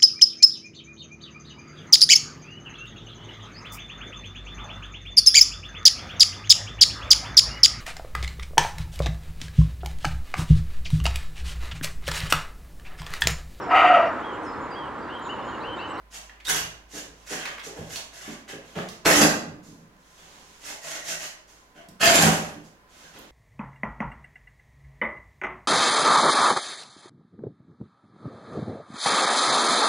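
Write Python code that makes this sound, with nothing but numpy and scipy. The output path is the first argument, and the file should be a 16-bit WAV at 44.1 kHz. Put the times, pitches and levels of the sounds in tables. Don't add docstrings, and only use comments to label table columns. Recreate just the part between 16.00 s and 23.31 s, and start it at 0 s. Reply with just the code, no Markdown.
import sys
import numpy as np
from scipy import signal
from scipy.fft import rfft, irfft, next_fast_len
from scipy.io import wavfile
from scipy.ndimage import uniform_filter1d, map_coordinates

SR = 44100
rng = np.random.default_rng(int(sys.argv[2]) if len(sys.argv) > 2 else 0)


def to_wav(s):
    ch = np.atleast_2d(s).T
    pcm = np.round(np.clip(ch, -1, 1) * 32767)
    wavfile.write(sys.argv[1], SR, pcm.astype(np.int16))


N = 322354

# (frequency [Hz], relative level per hertz [dB])
FINE_SAND = [(40, -14), (170, -17), (600, -8.5), (2000, -5.5), (4500, -4.5), (6600, 2), (8600, -8),
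             (11500, -11.5), (16000, -28.5)]


def amp(db):
    return 10 ** (np.asarray(db) / 20)


def unit(x):
    return x / np.sqrt(np.mean(x ** 2) + 1e-20)


def along(points, hz):
    point_hz, values = np.transpose(points)
    return np.interp(np.log(hz + 1), np.log(point_hz + 1), values)


def wobble(rate, size=N):
    knots = rng.standard_normal(int(size * rate / SR) + 4)
    return map_coordinates(knots, [np.arange(size) * rate / SR])


def filtered(x, response):
    n = x.shape[-1]
    padded = next_fast_len(n + SR // 2)
    spectrum = rfft(x, padded) * response(np.fft.rfftfreq(padded, 1 / SR))
    return irfft(spectrum, padded)[..., :n]


def resonances(modes, f):
    return sum(amp(db) * 1j * f * width / (hz * hz - f * f + 1j * f * width) for hz, width, db in modes)


def coloured(x, spectrum):
    return unit(filtered(x, lambda f: amp(along(spectrum, f))))


def add(track, s, sound):
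    part = track[max(round(s * SR), 0):][:len(sound)]
    part += sound[:len(part)]


def scrape():
    # (frequency [Hz], relative level per hertz [dB])
    grit_spectrum = [(300, -54), (2000, -2), (3500, -1), (5200, 0.5), (6600, 6), (8600, -3.5), (11500, -5),
                     (16000, -22)]
    rasp_spectrum = [(150, -21.5), (450, 0), (800, -1.5), (1300, 5), (2800, 2.5), (4500, -11), (12000, -37)]
    judder_spectrum = [(25, -26), (60, -13), (125, -6), (220, 0), (450, -4), (780, -4), (1200, -11),
                       (4000, -49.5)]
    stones_db = -7
    grit, rasp, judder = stroke_gains()
    slip = amp(3.8 * np.minimum(wobble(130), 2) + 2.8 * np.minimum(wobble(55), 1))
    crushed = patchy(slip * grains(3500, spread_db=7.5), patch_db=3.5)
    crushed = coloured(crushed, grit_spectrum)
    steel = through_blade(patchy(slip * grains(2500, spread_db=6), patch_db=4.0))
    steel = coloured(steel, rasp_spectrum)
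    shaking = coloured(slip * grains(700, spread_db=4.0), judder_spectrum)
    cracking = amp(stones_db) * stones(130, spread_db=0)
    return grit * crushed + rasp * (steel + cracking) + judder * shaking


def stroke_gains():
    # (start [s], rise [s], hold [s], release [dB/s], crushed grit [dB], steel rasp [dB], judder [dB])
    strokes = [(0.439, 0.05, 0.079, 389, -21.5, -26.5, -45.5),
               (3.045, 0.018, 0.15, 213.5, -13.5, -14, -26.5),
               (5.991, 0.052, 0.037, 215, -17.5, -13.5, -28.5),
               (6.121, .035, 0.079, 121, -17.5, -16.5, -23)]
    grit_drift, rasp_drift, judder_drift = -18, -41, 47.5
    grit, rasp, judder = np.zeros((3, N))
    for s, rise, hold, release, grit_db, rasp_db, judder_db in strokes:
        add(grit, s, amp(grit_db) * movement(rise, hold, release, grit_drift))
        add(rasp, s, amp(rasp_db) * movement(rise, hold, release, rasp_drift))
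        add(judder, s, amp(judder_db) * movement(rise, hold, release, judder_drift))
    return grit, rasp, judder


def movement(rise, hold, release_db_per_s, drift_db_per_s=0):
    longest_s = 1.5
    t = np.arange(int(longest_s * SR)) / SR
    attack = np.sin(np.pi / 2 * np.minimum(t / rise, 1)) ** 2
    held = np.clip(t - rise, 0, hold)
    released = np.maximum(t - rise - hold, 0)
    return attack * amp(drift_db_per_s * held - release_db_per_s * released)


def grains(rate, spread_db):
    hit = rng.random(N) < rate / SR
    direction = np.sign(rng.standard_normal(N))
    return hit * direction * amp(spread_db * np.minimum(rng.standard_normal(N), 2))


def patchy(x, patch_db):
    z = signal.stft(x, nperseg=512)[2]
    field = uniform_filter1d(rng.standard_normal(z.shape), size=3, axis=0)
    field = uniform_filter1d(field, size=7, axis=1)
    return signal.istft(z * amp(patch_db * unit(field)), nperseg=512)[1][:N]


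def through_blade(x):
    # (frequency [Hz], width [Hz], level [dB])
    blade_modes = [(396, 74, 4), (635, 71, 4.5), (693, 32, 7), (764, 19, -2.5), (1160, 99, 1),
                   (1670, 230, 5), (1945, 60, 2.5), (2790, 460, 2)]
    bend = .025
    slack = filtered(x, lambda f: 1 + resonances(blade_modes, f * (1 + bend)))
    tense = filtered(x, lambda f: 1 + resonances(blade_modes, f * (1 - bend)))
    share = .5 + .5 * np.tanh(2 * wobble(13))
    return share * tense + (1 - share) * slack


def stones(rate, spread_db):
    middle_hz, spread_oct = 1780, 0.71
    cycles_to_die = 6
    sizes = grains(rate, spread_db)
    at = np.flatnonzero(sizes)[:, None]
    hz = middle_hz * 2 ** (spread_oct * np.clip(rng.standard_normal(N), -2, 2))[at]
    k = np.arange(SR // 50)
    cycles = hz * k / SR
    ringing = np.sin(2 * np.pi * cycles) * amp(-60 * cycles / cycles_to_die)
    cracks = sizes[at] * np.sqrt(hz) * ringing
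    return unit(np.bincount((at + k).ravel(), cracks.ravel(), N)[:N])


def sand():
    # (start [s], rise [s], hold [s], fine sand [dB], coarse grains [dB])
    cuts = [(.095, 0.054, 0.016, -38, -43), (.28, 0.0065, 0.057, -86.5, -56.5),
            (.87, 0.092, 0.022, -37, -43.5), (1.245, 0.083, 0.0068, -31, -33),
            (1.35, 0.034, 0.14, -47, -38.5), (1.62, 0.028, 0.0091, -36.5, -38.5),
            (1.74, 0.032, 0.16, -49.5, -49.5), (1.88, 0.074, 0.0089, -33, -41.5),
            (2.11, 0.036, 0.19, -44.5, -44), (2.475, 0.0087, 0.027, -42.5, -36.5),
            (2.75, 0.0068, 0.036, -42.5, -33), (2.87, 0.02, .03, -46.5, -49.5),
            (4.585, 0.12, 0.0083, -34, -40), (4.795, 0.074, 0.1, -36, -39),
            (5.025, 0.07, 0.018, -26.5, -35), (5.18, 0.037, 0.028, -33.5, -39),
            (5.74, 0.014, 0.05, -58.5, -50.5), (6.625, 0.019, 0.011, -52.5, -75)]
    # (frequency [Hz], relative level per hertz [dB])
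    coarse_spectrum = [(40, -11), (220, -8.5), (600, -2.5), (1000, -2.5), (2000, 2), (3100, -0.5),
                       (12000, -40)]
    stones_db = -7.5
    fine, coarse = sand_gains(cuts, 327.5)
    clumps = amp(2.2 * wobble(70))
    hiss = coloured(clumps * grains(12000, spread_db=2.5), FINE_SAND)
    crunch = through_blade(patchy(clumps * grains(1500, spread_db=9.5), patch_db=3.5))
    crunch = coloured(crunch, coarse_spectrum)
    cracking = amp(stones_db) * stones(110, spread_db=4)
    return fine * hiss + coarse * (crunch + cracking)


def sand_gains(events, release_db_per_s):
    fine, coarse = np.zeros((2, N))
    for s, rise, hold, fine_db, coarse_db in events:
        flow = movement(rise, hold, release_db_per_s)
        add(fine, s, amp(fine_db) * flow)
        add(coarse, s, amp(coarse_db) * flow)
    return fine, coarse


def squeals():
    # (start [s], length [s], middle pitch [Hz], level [dB], glide [share of the pitch])
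    squeal_events = [(0.452, 0.049, 3690, -31, 0), (3.049, 0.13, 1923, -23.5, 0.017),
                     (3.1, 0.21, 295, -23.5, -0.0046), (5.745, 0.085, 693, -50.5, -.2),
                     (6.01, 0.047, 669, -24, -0.095), (6.062, 0.019, 4777, -17, -0.13),
                     (6.056, 0.051, 687, -14, -0.028), (6.161, 0.14, 770, -25, -.06),
                     (6.204, 0.074, 217, -22, 0), (7.045, 0.033, 1567, -47, 0)]
    track = np.zeros(N)
    for s, length, hz, db, glide in squeal_events:
        size = max(int(length * SR), 16)
        pitch = hz * (1 + glide * np.linspace(-.5, .5, size) + .03 * wobble(250, size=size))
        swell = np.sqrt(2 * np.hanning(size)) * amp(2.4 * wobble(120, size=size))
        add(track, s, amp(db) * swell * np.sin(2 * np.pi * np.cumsum(pitch) / SR))
    return track


def drag():
    free_modes = [(630, 120, -1.0), (1518, 31, -4.5), (1896, 96, 2)]  # Hz, width Hz, dB, for one pass of two
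    level = np.zeros(N)
    add(level, 4.8, amp(-43) * movement(rise=0.051, hold=0.33, release_db_per_s=125.5))
    ringing = filtered(grains(2000, spread_db=4.5), lambda f: resonances(free_modes, f) ** 2)
    return level * unit(ringing)


def pours():
    # (start [s], rise [s], hold [s], fine sand [dB], coarse grains [dB])
    slides = [(1.1, 0.1, .1, -58.5, -58), (2.6, 0.073, 0.14, -54.5, -52.5), (3.62, 0.02, 0.016, -51.5, -74),
              (3.88, 0.34, 0.42, -55.5, -58), (4.17, 0.013, 0.0091, -64.5, -56),
              (4.29, 0.03, 0.011, -78, -59.5), (5.465, 0.021, 0.012, -52.5, -57),
              (6.85, 0.11, 0.098, -53, -52), (7.12, 0.032, 0.0089, -56, -46)]
    # (frequency [Hz], relative level per hertz [dB])
    patter_spectrum = [(40, -6), (300, -3.5), (1000, -3), (3500, -5.5), (12000, -32)]
    fine, coarse = sand_gains(slides, 95.5)
    hiss = coloured(rng.standard_normal(N), FINE_SAND)
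    patter = coloured(grains(2500, spread_db=6.5), patter_spectrum)
    return fine * hiss + coarse * patter


def thuds():
    # (time [s], level [dB], centre [Hz], rise constant [s], fall by 60 dB [s])
    thud_events = [(.6, -46, 74.6, 0.017, 0.27), (0.93, -39.5, 390, 0.064, 0.2), (1.06, -52, 80, .01, 0.16),
                   (1.306, -33, 377, 0.015, 0.12), (1.665, -35, 402, 0.003, 0.12),
                   (1.75, -37.5, 416, 0.012, 0.38), (1.786, -32.5, 85, 0.0032, 0.16),
                   (2.277, -33, 267, 0.0035, 0.059), (2.525, -34.5, 284, 0.0073, 0.11),
                   (2.757, -23.5, 430, 0.004, 0.088), (2.763, -29.5, 179, 0.0035, 0.15),
                   (3.056, -13.5, 530, 0.0012, 0.25), (3.47, -36, 192, 0.01, 0.21),
                   (3.659, -47.5, 196, 0.02, 0.67), (5.752, -50.5, 330, .008, .2),
                   (5.881, -45.5, 171, 0.0053, 0.14), (6.545, -40.5, 215.5, 0.0012, 0.25),
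                   (7.151, -46.5, 320, .03, 0.29)]
    track = np.zeros(N)
    for s, db, hz, rise, t60 in thud_events:
        add(track, s, amp(db) * burst(hz, 0.87, rise, t60))
    return track


def ticks():
    # (time [s], level [dB], centre [Hz], fall by 60 dB [s])
    snap_events = [(0.295, -40.5, 1660, 0.032), (.401, -43, 2240, 0.054), (.451, -32, 3700, .04),
                   (1.329, -28.5, 1190, 0.029), (1.454, -20.5, 1900, 0.037), (1.581, -32, 1520, 0.04),
                   (1.593, -35, 2200, 0.11), (1.959, -25, 3600, 0.02), (2.491, -34, 2600, 0.02),
                   (2.788, -21.5, 1100, 0.011), (2.887, -35, 4560, 0.033), (3.057, -13, 2100, 0.032),
                   (3.152, -16, 1390, 0.018), (5.886, -44, 6050, 0.031), (6.014, -26.5, 1680, .05),
                   (6.044, -24, 10300, 0.055), (6.076, -15, 2730, 0.017), (6.223, -15.5, 6300, 0.042),
                   (6.272, -17, 1090, 0.028), (7.189, -42.5, 11040, 0.016)]
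    track = np.zeros(N)
    for s, db, hz, t60 in snap_events:
        add(track, s, amp(db) * burst(hz, 1.0, 0.00048, t60))
    return track


def burst(hz, sharpness, rise, t60):
    t = np.arange(SR // 2) / SR
    noise = rng.standard_normal(len(t))
    noise = filtered(noise, lambda f: 1 / (1 + (sharpness * (f / hz - hz / (f + 1))) ** 2))
    shape = (1 - np.exp(-t / rise)) * amp(-60 * t / t60)
    return unit(noise) * shape / shape.max()


def room(x, direct_db, split_hz):
    # (frequency [Hz], width [Hz], level relative to the set as a whole [dB])
    standing_waves = [(111.9, 1.63, 12), (162.2, 5.5, 15), (216.7, 3.1, 5), (258, 6, -2.5), (302, 8.2, 5),
                      (415.1, 5.1, 10.5), (453, 4.6, 0.5)]
    standing_db = -4.5

    def long_share(f):
        return 1 / (1 + (f / split_hz) ** 6)

    near = filtered(x, lambda f: amp(direct_db) + resonances(standing_waves, f) * amp(standing_db))
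    long_waves = filtered(x, lambda f: np.sqrt(long_share(f)))
    short_waves = filtered(x, lambda f: np.sqrt(1 - long_share(f)))
    return near + echoes(long_waves, rate=3, count=3) + echoes(short_waves, rate=150, count=7)


def echoes(x, rate, count):
    place = np.arange(N) / SR * rate
    heard = np.zeros((2, N))
    for k in range(count):
        distance = abs((place - k + count / 2) % count - count / 2)
        share = np.cos(np.pi / 2 * np.minimum(distance, 1))
        heard += signal.oaconvolve((x * share)[None], tail(), axes=1)[:, :N]
    return heard


def tail():
    # (frequency [Hz], fall by 60 dB [s])
    fall_times = [(100, 0.74), (300, 0.65), (800, 0.58), (2500, 0.49), (6000, 0.43), (13000, 0.3)]
    # (frequency [Hz], level [dB])
    tail_levels = [(100, -4), (350, -2.5), (700, -1), (14000, -3)]
    hz, t, z = signal.stft(rng.standard_normal((2, SR * 3 // 4)), SR, nperseg=256)
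    decay = amp(-60 * t / along(fall_times, hz)[:, None]) * (t > 0)
    energy = np.sum(decay ** 2, axis=1, keepdims=True) * t[1] * SR
    decay *= amp(along(tail_levels, hz))[:, None] / np.sqrt(energy)
    return pair(signal.istft(z * decay, SR, nperseg=256)[1])


def pair(noise):
    # (frequency [Hz], correlation [-1 to 1])
    likeness = [(130, 0.82), (300, 0.89), (640, 0.55), (1300, -0.17), (6000, -0.14)]

    def mid_side(f):
        angle = np.arccos(np.clip(along(likeness, f), -1, 1)) / 2
        return np.array([np.cos(angle), np.sin(angle)])

    mid, side = filtered(noise, mid_side)
    return np.array([mid + side, mid - side])


def background():
    # (frequency [Hz], relative level per hertz [dB])
    air_spectrum = [(25, -1.5), (60, -5.5), (100, -9), (250, -6), (700, -7.5), (1050, -9), (1500, -7),
                    (4000, -22), (16000, -33.5)]
    # (time [s], level [dB])
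    drone_levels = [(0, -55.5), (1.2, -58), (3.5, -68.5)]
    air = amp(-59.0) * coloured(pair(rng.standard_normal((2, N))), air_spectrum)
    drone_hz = 52.0 * (1 + 0.016 * wobble(2.6))
    drone = np.sqrt(2) * np.sin(2 * np.pi * np.cumsum(drone_hz) / SR)
    s, db = np.transpose(drone_levels)
    level = amp(np.interp(np.arange(N) / SR, s, db))
    return air + level * amp(1.2 * wobble(12.0)) * drone


def whine():
    resonance = [(1018.6, 45, 0)]  # Hz, width Hz of one pass, dB
    narrow = filtered(rng.standard_normal((2, N)), lambda f: resonances(resonance, f) ** 2)
    return amp(-66) * unit(narrow)


def scene():
    snaps = ticks()
    work = scrape() + squeals() + sand() + pours() + drag() + thuds() + snaps
    thrown = amp(-12.5) * snaps
    return room(work, direct_db=-9.5, split_hz=1370) + thrown + background() + whine()


def record(dry):
    # (frequency [Hz], left minus right [dB])
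    left_right = [(100, -2), (700, -2), (1300, -1), (2400, -0.5), (4400, -7.5), (8100, 0.5), (11500, -10.5)]
    top_hz = 16000
    heard = filtered(dry, lambda f: amp(np.outer([.5, -.5], along(left_right, f))))
    rounded = heard / (1 + abs(heard / .95) ** 6) ** (1 / 6)
    return filtered(rounded, lambda f: f < top_hz)


dry = scene()
out = record(dry)
to_wav(out)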